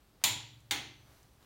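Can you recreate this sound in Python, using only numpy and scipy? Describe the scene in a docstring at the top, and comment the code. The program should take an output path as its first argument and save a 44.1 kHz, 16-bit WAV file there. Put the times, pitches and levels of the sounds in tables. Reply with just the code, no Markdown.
"""Torque wrench in a hard-walled workshop

A click-type wrench on an engine creaks under load, breaks over with a bright click, and snaps back
with a duller one as the hand eases off; a sleeve then rustles and the tool is shifted.
Clicks are decaying noise and struck modes, over low-ringing steel and a diffuse room decay.
Rubbing and room air are shaped noise; knocks are noise through a resonance."""
import sys
import numpy as np
from scipy import signal
from scipy.fft import rfft, irfft
from scipy.io import wavfile

SR = 44100
rng = np.random.default_rng(int(sys.argv[2]) if len(sys.argv) > 2 else 0)


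def store_pcm(level_fs):
    """Save levels as 16-bit WAV."""
    pcm = np.round(np.clip(level_fs, -1, 1) * 32767).astype(np.int16)
    wavfile.write(sys.argv[1], SR, np.atleast_2d(pcm).T)


N = 63945
TIME = np.arange(N) / SR  # s
FREQS = np.arange(N // 2 + 1) * SR / N  # Hz


def from_db(db):
    """Logarithmic level: 20 dB is a factor of ten in amplitude."""
    return 10 ** (np.asarray(db) / 20)


def at_hz(points, values):
    """Logarithmic pitch scale: values are joined by straight lines over log frequency."""
    log_hz = np.log(np.array(points)[:, 0])
    return np.interp(np.log(FREQS + 1), log_hz, values)


def noise(spectrum, column=0):
    """Spectral density: white noise is filtered to a given level in each hertz of bandwidth."""
    density_db = np.array(spectrum)[:, column + 1]
    gain = from_db(at_hz(spectrum, density_db))
    white = rng.standard_normal(N)
    return irfft(rfft(white) * gain, N) * np.sqrt(SR / 2)


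def level(curve):
    """Amplitude envelope: dB points are joined by lines, the end levels held outside them."""
    return from_db(np.interp(TIME, *np.transpose(curve)))


def decay(start, t60, hold=0):
    """Exponential decay: sudden onset, optional hold, then a fall of 60 dB in each t60."""
    elapsed = np.maximum(TIME - start - hold, 0)
    return (TIME >= start) * np.exp(-np.log(1000) * elapsed / t60)


def ring(start, hz, t60):
    """Free vibration: one struck mode is a decaying sine."""
    return decay(start, t60) * np.sin(2 * np.pi * hz * (TIME - start))


BUILD_CYCLES = 2.5  # time constant in cycles, so the bass comes late


def build(start, hz):
    """Resonant build-up: a resonance swells over its first few cycles."""
    elapsed = np.maximum(TIME - start, 0)
    return 1 - np.exp(-elapsed * hz / BUILD_CYCLES)


# quiet of the workshop: (frequency [Hz], density [dB per Hz])
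AIR = [(22, -122), (44, -89), (65, -84.5), (110, -92.5), (170, -95.5), (280, -98.5), (500, -104),
       (1000, -109), (2200, -114), (4000, -112), (5500, -118), (10000, -119), (16000, -120)]


def workshop_air():
    """Background noise: a steady random sound with its energy mostly in the bass."""
    return noise(AIR)


# creak of the loaded wrench before break-over: (time [s], level relative to its spectrum [dB])
CREAK_LEVEL = [(.19, -21.5), (.218, 0.5), (.238, -4), (.26, -24)]
# creak spectrum: (frequency [Hz], density before the level [dB per Hz])
CREAK_SPECTRUM = [(150, -94), (700, -93.5), (1600, -99.5), (3000, -104), (8000, -116), (16000, -124)]
# sleeve rubbing as the arm moves: (time [s], level relative to its spectrum [dB])
SLEEVE_LEVEL = [(.95, -9), (1.04, -5), (1.11, 0.5), (1.17, -1), (1.235, -2.5), (1.29, -7), (1.38, -7),
                (1.43, -1.5), (1.45, -4)]
# sleeve spectrum: (frequency [Hz], density before the level [dB per Hz])
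SLEEVE_SPECTRUM = [(100, -93.5), (400, -97), (1200, -100), (2500, -106), (5000, -108), (9000, -113),
                   (15000, -112)]
ROUGH_DB, ROUGH_HZ = 0.5, 70  # rms level fluctuation and its upper frequency


def rubbing():
    """Friction noise: creak and sleeve are shaped noise with a slow random unevenness."""
    lowpass = signal.butter(2, ROUGH_HZ, fs=SR, output="sos")
    grain = signal.sosfilt(lowpass, rng.standard_normal(N))
    unevenness = from_db(ROUGH_DB * grain / grain.std())
    creak = noise(CREAK_SPECTRUM) * level(CREAK_LEVEL)
    sleeve = noise(SLEEVE_SPECTRUM) * level(SLEEVE_LEVEL)
    return unevenness * (creak + sleeve)


# the two clicks, break-over then snap-back, shared by cracks, steel and room_tails:
# (time [s], crack level [dB], crack hold [s], crack t60 [s], room tail level [dB]),
# both levels relative to their spectra
CLICKS = [(.2382, -0.5, .004, 0.027, 1.5), (.7099, 1.5, 0.0041, 0.017, -1.5)]
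# crack spectrum before its level and the low cut:
# (frequency [Hz], break-over density [dB per Hz], snap-back density [dB per Hz])
CRACK_SPECTRUM = [(250, -92.5, -97), (666, -63.5, -94.5), (1196, -65, -73.5), (1580, -73, -60),
                  (2280, -56, -86.5), (3330, -67, -57), (4850, -61.5, -70.5), (6800, -65, -70.5),
                  (9030, -65, -77), (12500, -66.5, -81), (16000, -66, -80)]
# hard steel-on-steel contacts, before the low cut: (time [s], level [dB], pitch [Hz])
CONTACTS = [(.2387, -17.5, 2440), (0.2398, -15.5, 6990), (.7096, -26, 3370), (0.7103, -22.5, 1750),
            (0.7109, -17, 3220)]
# early reflections of the crack: (delay [s], level relative to the direct sound [dB])
ECHOES = [(.0082, -9.5), (.0112, -10.5)]
CONTACT_T60_S = 0.003
CRACK_LOW_HZ = 350  # the small tool radiates little below this


def cracks():
    """Impact and early reflection: hard contacts in a brief steel rattle, echoed by nearby surfaces."""
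    impact = np.zeros(N)
    for k, (start, db, hold, t60, _) in enumerate(CLICKS):
        impact += from_db(db) * noise(CRACK_SPECTRUM, k) * decay(start, t60, hold)
    for start, db, hz in CONTACTS:
        impact += from_db(db) * ring(start, hz, CONTACT_T60_S)
    highpass = signal.butter(2, CRACK_LOW_HZ, "high", fs=SR, output="sos")
    direct = signal.sosfilt(highpass, impact)

    out = direct.copy()
    sample = np.arange(N)
    for delay, db in ECHOES:
        out += from_db(db) * np.interp(sample - round(delay * SR), sample, direct)
    return out


# modes of wrench, socket and engine, levels before the build-up:
# (frequency [Hz], break-over level [dB], snap-back level [dB], t60 [s])
MODES = [(65.7, -70.5, -63.5, 4), (111, -50, -58, 2.1), (119.5, -51.5, -62, 1.8),
         (134.5, -53.5, -59.5, 1.94), (289.7, -61, -56.5, 1.02), (310, -56.5, -57, 1.12),
         (776, -57.5, -50, 0.58), (828, -42, -43, 0.32), (923, -46, -63, 0.2), (981, -39.5, -57.5, .36),
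         (1035, -44.5, -62.5, 0.31), (2066, -47.5, -43, 0.51), (2165, -55.5, -37, 0.23),
         (2595, -46.5, -51.5, 0.54), (3285, -39, -40.5, 0.37), (3404, -39, -44.5, .45),
         (3650, -40.5, -51.5, 0.35), (3745, -33, -62, 0.15), (3940, -39.5, -51, 0.4), (4160, -39, -49, .35),
         (4390, -37.5, -38, 0.18), (5190, -45, -53.5, .4), (6030, -74, -66, 1.86), (7005, -36.5, -48, 0.31),
         (7180, -39.5, -49, 0.3), (7340, -36.5, -55.5, 0.3), (7340, -46, -56, 0.5), (10900, -47, -62, 0.37),
         (14048, -39, -57, .23)]


def steel():
    """Modal superposition: both clicks excite the same modes, each with its own strengths."""
    out = np.zeros(N)
    for k, (start, *_) in enumerate(CLICKS):
        for hz, *strengths_db, t60 in MODES:
            onset = start + rng.random() / hz  # scattered by under one cycle
            out += from_db(strengths_db[k]) * ring(onset, hz, t60) * build(start, hz)
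    return out


# dense ringing that fills the room, before tail level, decay and build-up:
# (frequency [Hz], break-over density [dB per Hz], snap-back density [dB per Hz])
TAIL_SPECTRUM = [(50, -101.5, -93.5), (95, -55, -65), (181, -70.5, -74), (340, -76.5, -68),
                 (515, -77.5, -80), (803, -72, -68), (955, -64.5, -70.5), (1160, -75, -74),
                 (1605, -74.5, -69.5), (2100, -67, -66.5), (2820, -66.5, -67.5), (3350, -61.5, -65.5),
                 (4700, -69, -71.5), (4840, -73, -78.5), (6440, -70.5, -70.5), (7100, -58.5, -73.5),
                 (7570, -73, -84), (9000, -71.5, -74.5), (10400, -74.5, -85), (14200, -75.5, -83.5),
                 (15500, -72.5, -74.5)]
# workshop reverberation: (frequency [Hz], t60 [s])
ROOM_T60 = [(80, 0.36), (300, 0.65), (600, 0.52), (1200, 0.48), (2600, 0.53), (4500, 0.52), (7000, 0.4),
            (10000, 0.31), (16000, 0.23)]


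def room_tails():
    """Diffuse reverberation: noise bands decay at their own rates; bass comes last, treble dies first."""
    out = np.zeros(N)
    bands = np.eye(len(ROOM_T60))  # overlapping triangles that sum to one
    for k, (start, *_, db) in enumerate(CLICKS):
        diffuse = rfft(noise(TAIL_SPECTRUM, k))
        for band, (hz, t60) in zip(bands, ROOM_T60):
            band_noise = irfft(diffuse * at_hz(ROOM_T60, band), N)
            out += from_db(db) * band_noise * decay(start, t60) * build(start, hz)
    return out


# light knocks of the tool in the hand: (time [s], level before the decay [dB], pitch [Hz])
KNOCKS = [(0.604, -63, 7000), (1.109, -66, 1000), (1.230, -62, 6000), (1.334, -69.5, 9140),
          (1.408, -60, 940), (1.427, -61.5, 3870)]
KNOCK_WIDTH = 0.2  # bandwidth as a fraction of the pitch
KNOCK_T60_S = 0.015
KNOCK_ROOM_DB, KNOCK_ROOM_T60_S = -15.5, 0.33  # room level relative to the knock


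def knocks():
    """Damped resonance: each small contact is noise through a broad two-pole filter, with a little room."""
    out = np.zeros(N)
    for start, db, hz in KNOCKS:
        radius = np.exp(-np.pi * KNOCK_WIDTH * hz / SR)
        poles = [1, -2 * radius * np.cos(2 * np.pi * hz / SR), radius * radius]
        body = signal.lfilter([1, 0, -1], poles, rng.standard_normal(N))
        room = from_db(KNOCK_ROOM_DB) * decay(start, KNOCK_ROOM_T60_S)
        out += from_db(db) * body / body.std() * (decay(start, KNOCK_T60_S) + room)
    return out


def scene():
    """Linear superposition: the pressures of wrench, handling and room add at one microphone."""
    return (workshop_air() + rubbing() + cracks() + steel() + room_tails() + knocks())[None]


CUTOFF_HZ = 15900


def record(dry):
    """Band limiting: a steep elliptic low-pass removes the top of the spectrum."""
    lowpass = signal.ellip(12, .1, 80, CUTOFF_HZ, fs=SR, output="sos")
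    return signal.sosfilt(lowpass, dry)


dry = scene()
out = record(dry)
store_pcm(out)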